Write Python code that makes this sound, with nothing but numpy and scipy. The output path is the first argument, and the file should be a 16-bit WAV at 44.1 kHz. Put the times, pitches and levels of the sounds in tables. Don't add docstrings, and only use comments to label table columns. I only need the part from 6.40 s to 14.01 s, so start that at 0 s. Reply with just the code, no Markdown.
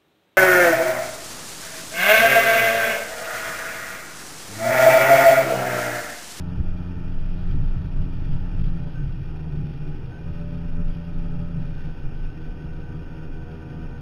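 import sys
import numpy as np
from scipy import signal
from scipy.fft import rfft, irfft, next_fast_len
from scipy.io import wavfile
from scipy.ndimage import uniform_filter1d, map_coordinates

SR = 44100
rng = np.random.default_rng(int(sys.argv[2]) if len(sys.argv) > 2 else 0)


def digitize_waveform(pressure):
    field = np.atleast_2d(pressure).T
    bounded = np.clip(field, -1, 1)
    quanta = np.round(bounded * 32767).astype(np.int16)
    wavfile.write(sys.argv[1], SR, quanta)


N = 335601
T = np.arange(N) / SR

# [t/s, chop/dB]
ROUGHNESS = [(0, 3), (.3, 2), (.75, 1.5), (1.2, 4.5), (2.3, 4), (2.8, -1), (3.6, -1.5), (4.5, -1.5),
             (5.6, -2.5), (6.3, -7), (7.61, -10.5)]
THUD_GROWS, DRUM_GROWS, SPRAY_GROWS, BUFFET_GROWS, CHURN_GROWS = 0.87, 0.2, 0.25, 0.67, 0.35

# [crest t/s, length/s, level/dB]
GUSTS = [(.29, 0.18, -21), (.78, 0.15, -19), (1.08, 0.13, -20.5), (1.93, 0.13, -17.5), (2.27, 0.35, -18.5),
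         (4.47, 0.22, -19), (5.66, 0.089, -20), (5.85, 0.16, -22), (6.08, 0.13, -21.5)]
# [crest t/s, length/s, thud level/dB, boom level/dB]
HULL_BOOMS = [(0.205, 0.09, -24, -30), (1.2, 0.29, -26.5, -34), (1.384, .1, -28.5, -38),
              (1.615, 0.19, -27.5, -30.5), (1.927, 0.17, -32, -28), (2.227, 0.26, -28.5, -28.5),
              (2.63, 0.23, -29.5, -29), (2.808, 0.11, -37, -29), (3.215, 0.21, -42, -29)]
# [t/s, peak level/dB]
SLAPS = [(0.182, -27), (0.198, -16), (1.143, -14.5), (1.449, -18.5), (1.584, -24), (2.211, -27.5),
         (2.611, -32), (6.246, -21.5)]
# [f/Hz, time to fall 60 dB/s, level/dB]
HULL_MODES = [(62, 0.16, -5), (105.5, 0.038, 1), (139, 0.092, -3), (281, 0.083, -13.5)]
# [crest t/s, length/s, level/dB]
SPLASHES = [(1.1, .13, -56), (1.62, .12, -61.5), (1.93, .13, -57.5), (2.24, .2, -56), (3.31, .22, -59.5),
            (3.99, .13, -60.5), (4.53, 0.23, -61), (5.4, 0.39, -61), (5.86, .1, -59)]

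# [f/Hz, level/dB]
BUFFET_COLOUR = [(6, -28), (12, -14.5), (18, -4.5), (23, 0.5), (30, -12), (45, -22), (70, -38.5),
                 (150, -88.5)]
THUD_COLOUR = [(20, -17), (36, -3.5), (46, -2), (56, -3.5), (70, -3), (100, -4), (130, -9.5), (200, -24),
               (400, -45.5)]
BOOM_COLOUR = [(40, -35.5), (75, -15.5), (105, -10), (122, -1.5), (142, 2), (172, -5.5), (205, -19.5),
               (270, -20), (400, -33), (800, -48)]
SPRAY_COLOUR = [(400, -13), (850, -3.5), (1080, -7.5), (1300, -3.5), (1700, 0), (2100, -5.5), (2700, 0),
                (3300, 0.5), (3700, -1.5), (4000, -5.5)]
ROAR_COLOUR = [(120, -13.5), (220, -3), (270, 5), (350, -0.5), (440, -6.5), (540, -11), (660, -13.5),
               (960, -17.5), (1080, -24), (1300, -16.5), (1800, -30.5), (3000, -47)]
CHURN_COLOUR = [(350, -22), (550, -4.5), (700, -6), (830, 0.5), (950, -3.5), (1080, -16.5), (1300, -6.5),
                (2000, -35)]

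# [t/s, turns per second/Hz]
ENGINE_SPEED = [(0, 88.4), (2.24, 88.3), (2.4, 85), (2.55, 81), (2.67, 78.9), (3, 77.2), (3.16, 74.8),
                (3.57, 74.8), (3.73, 80), (3.8, 81.2), (3.92, 83.5), (5.18, 83.9), (5.33, 81.3),
                (5.52, 79.75), (7.61, 79.75)]
# [t/s, exhaust throb level/dB, drone level/dB]
ENGINE_LOAD = [(0, 2.5, 2.5), (.85, -2, -0.5), (2.45, -0.5, -2.5), (2.72, -2.5, -8.5), (3.15, 6, -1),
               (3.48, -1.5, -1), (3.68, -7, -4.5), (3.8, 2, -0.5), (5.3, 1, -0.5), (5.9, -2.5, -3.5),
               (6.3, 1.5, 0.5), (7.61, 2, 2)]
MAP_SPEEDS = [75, 79.8, 83.8, 88.3]
# [multiple of engine speed, rms level/dB at each of MAP_SPEEDS]
ENGINE_TONES = [(1, -42.5, -43, -39.5, -35), (2, -36.5, -44, -35.5, -37), (3, -52, -51.5, -46.5, -48),
                (4, -49, -52.5, -68.5, -55), (5, -48.5, -56, -53.5, -59.5), (6, -54.5, -56, -63, -73.5),
                (7, -68, -61, -52.5, -58.5), (8, -62, -74, -78, -72), (9, -71.5, -63, -64.5, -67),
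                (10, -67, -65.5, -77.5, -64.5), (11, -60.5, -70, -73, -70), (12, -77, -65, -68.5, -87.5),
                (13, -77, -78.5, -85, -68), (14, -90.5, -83, -74, -67), (15, -83, -68, -64, -63.5),
                (16, -68.5, -75.5, -65.5, -67.5), (17, -71.5, -82.5, -70.5, -71),
                (18, -78, -63.5, -64, -81), (20, -65.5, -76, -75.5, -69.5)]
# [f/Hz, width/Hz, level/dB]
HOUSING_PANELS = [(1320, 260, -7.5), (1521, 80, 0.5), (1843, 84, -4), (2428, 84, -0.5), (2772, 180, -5),
                  (3296, 54, -5.5)]

SLAP_ATTACK_S = 0.003
OVERLOAD_S = 2.231
CAMERA_HZ = 8000
TOP_HZ = 15700


def amp(db):
    return 10 ** (np.asarray(db) / 20)


def unit(x):
    return x / np.sqrt(np.mean(x ** 2) + 1e-20)


def curves(rows):
    s, *columns = np.transpose(rows)
    return [np.interp(T, s, column) for column in columns]


def wobble(rate):
    points = rng.standard_normal(int(N * rate / SR) + 4)
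    return map_coordinates(points, [T * rate])


def humps(rows):
    total = 0
    for s, length, db in rows:
        phase = np.clip((T - s) / length, -0.5, 0.5)
        total = total + amp(db) * np.cos(np.pi * phase) ** 2
    return total


def filtered(x, response):
    size = next_fast_len(N + SR // 2)
    spectrum = rfft(x, size) * response(np.fft.rfftfreq(size, 1 / SR))
    return irfft(spectrum, size)[:N]


def noise(colour):
    hz, db = np.transpose(colour)

    def response(f):
        return amp(np.interp(np.log(f + 1), np.log(hz), db, right=-120))

    return unit(filtered(rng.standard_normal(N), response))


def steadied(x, share):
    envelope = np.abs(signal.hilbert(x))
    return unit(x / (envelope + 0.12) ** np.clip(share, 0, 1))


def patchy(x, depth_db, size_hz, size_time):
    z = signal.stft(x, nperseg=1024)[2]
    field = uniform_filter1d(rng.standard_normal(z.shape), size_hz, axis=0)
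    field = uniform_filter1d(field, size_time, axis=1)
    return unit(signal.istft(z * amp(depth_db * unit(field)), nperseg=1024)[1][:N])


def resonant(x, peaks):
    def response(f):
        total = 0
        for k, (center, width, db) in enumerate(peaks):
            band = 1j * f * width / (center * center - f * f + 1j * f * width)
            total = total + (-1) ** k * amp(db) * band
        return total

    return filtered(x, response)


def buffeting(chop_db, level_db, fits_db, edge_hz):
    steady_strength = amp(level_db + BUFFET_GROWS * chop_db + fits_db * wobble(9))
    strength = np.hypot(steady_strength, humps(GUSTS))
    rumble = strength * steadied(noise(BUFFET_COLOUR), share=1.0)
    return filtered(rumble, lambda f: 1 / (1 + (f / edge_hz) ** 6))


def overload():
    return 1 - np.exp(-((T - OVERLOAD_S) / 0.005) ** 6)


def spray(chop_db, level_db, splash_db, flutter_db, spatter_db):
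    steady_flow = amp(level_db + SPRAY_GROWS * chop_db + flutter_db * wobble(18))
    flow = np.hypot(steady_flow, amp(splash_db) * humps(SPLASHES))
    hiss = patchy(noise(SPRAY_COLOUR), depth_db=1.5, size_hz=6, size_time=3)
    return flow * unit(hiss * amp(spatter_db * wobble(300)))


def water(chop_db, thud_db, drum_db, ripple_db):
    thuds = humps((s, length, db) for s, length, db, _ in HULL_BOOMS)
    booms = humps((s, length, db) for s, length, _, db in HULL_BOOMS)
    thud_gain = np.hypot(amp(thud_db + THUD_GROWS * chop_db + ripple_db * wobble(8.1)), thuds)
    boom_gain = np.hypot(amp(drum_db + DRUM_GROWS * chop_db + ripple_db * wobble(12)), booms)
    thudding = thud_gain * steadied(noise(THUD_COLOUR), share=0.45)
    booming = boom_gain * steadied(noise(BOOM_COLOUR), share=0.58)
    return thudding + booming


def slaps(level_db, attack):
    out = np.zeros(N + SR)
    t = np.arange(SR // 3) / SR
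    ring = np.zeros(len(t))
    for hz, t60, db in HULL_MODES:
        ring += amp(db - 60 * t / t60) * np.sin(2 * np.pi * hz * t)
    ring *= 1 - np.exp(-t / attack)
    ring /= np.abs(ring).max()
    for s, db in SLAPS:
        out[round(s * SR):][:len(t)] += amp(db + level_db) * ring
    return out[:N]


def jet(angle, chop_db, roar_db, churn_db, pulse_db):
    roar = amp(roar_db + 0.87 * wobble(5.8)) * noise(ROAR_COLOUR)
    surge_db = CHURN_GROWS * chop_db + 1.6 * wobble(12)
    churn = amp(churn_db + surge_db) * patchy(noise(CHURN_COLOUR), depth_db=2, size_hz=4, size_time=6)
    return (roar + churn) * unit(amp(pulse_db * np.cos(angle)))


def whine(speed, angle, order, peak_hz, width_hz, level_db, waver_db, rough):
    response = 1 / (1 + (2 * (order * speed - peak_hz) / width_hz) ** 2)
    tone = np.sin(order * angle + rough * wobble(60))
    return amp(level_db + waver_db * wobble(30)) * response * tone


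def clatter(angle, level_db, pulse_db):
    bursts = rng.standard_normal(N) * amp(pulse_db * np.cos(angle) + 1.2 * wobble(60))
    return amp(level_db) * unit(resonant(bursts, HOUSING_PANELS))


def hum(speed, angle, throb_db, drone_db, waver_db, flutter_db):
    out = np.zeros(N)
    for order, *levels in ENGINE_TONES:
        waver = waver_db * wobble(11)
        if order <= 2:
            load_db = throb_db + 0.5 * waver
        else:
            load_db = drone_db + waver
        level_db = np.interp(speed, MAP_SPEEDS, levels) + load_db
        out += amp(level_db) * np.sin(order * angle + rng.uniform(0, 2 * np.pi))
    return np.sqrt(2) * out * amp(flutter_db * wobble(40))


def scene():
    speed = curves(ENGINE_SPEED)[0] * (1 + 0.001 * wobble(16))
    angle = 2 * np.pi * np.cumsum(speed) / SR
    throb_db, drone_db = curves(ENGINE_LOAD)
    chop_db, = curves(ROUGHNESS)

    wind = buffeting(chop_db, level_db=-28, fits_db=4.5, edge_hz=35)
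    bow = spray(chop_db, level_db=-58.0, splash_db=3, flutter_db=0.58, spatter_db=1.5)
    hull = water(chop_db, thud_db=-40.5, drum_db=-38.0, ripple_db=2.5)
    hull += slaps(level_db=-1, attack=SLAP_ATTACK_S)
    stern = jet(angle, chop_db, roar_db=-47.5, churn_db=-57.5, pulse_db=2.0)
    drive = whine(speed, angle, order=19, peak_hz=1529.3, width_hz=36.6,
                  level_db=-51, waver_db=3.0, rough=0.6)
    engine = clatter(angle, level_db=-55.5, pulse_db=1.0)
    engine += hum(speed, angle, throb_db, drone_db, waver_db=2, flutter_db=1.87)

    return ((bow + hull + stern + drive + engine) * overload() + wind)[None]


def record(dry):
    narrow = filtered(dry[0], lambda f: f < CAMERA_HZ / 2)
    ticks = np.arange(0, N / SR, 1 / CAMERA_HZ)
    samples = np.interp(ticks, T, narrow)
    joined = np.interp(T, ticks, samples)
    return filtered(joined, lambda f: f < TOP_HZ)[None]


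dry = scene()
out = record(dry)
digitize_waveform(out)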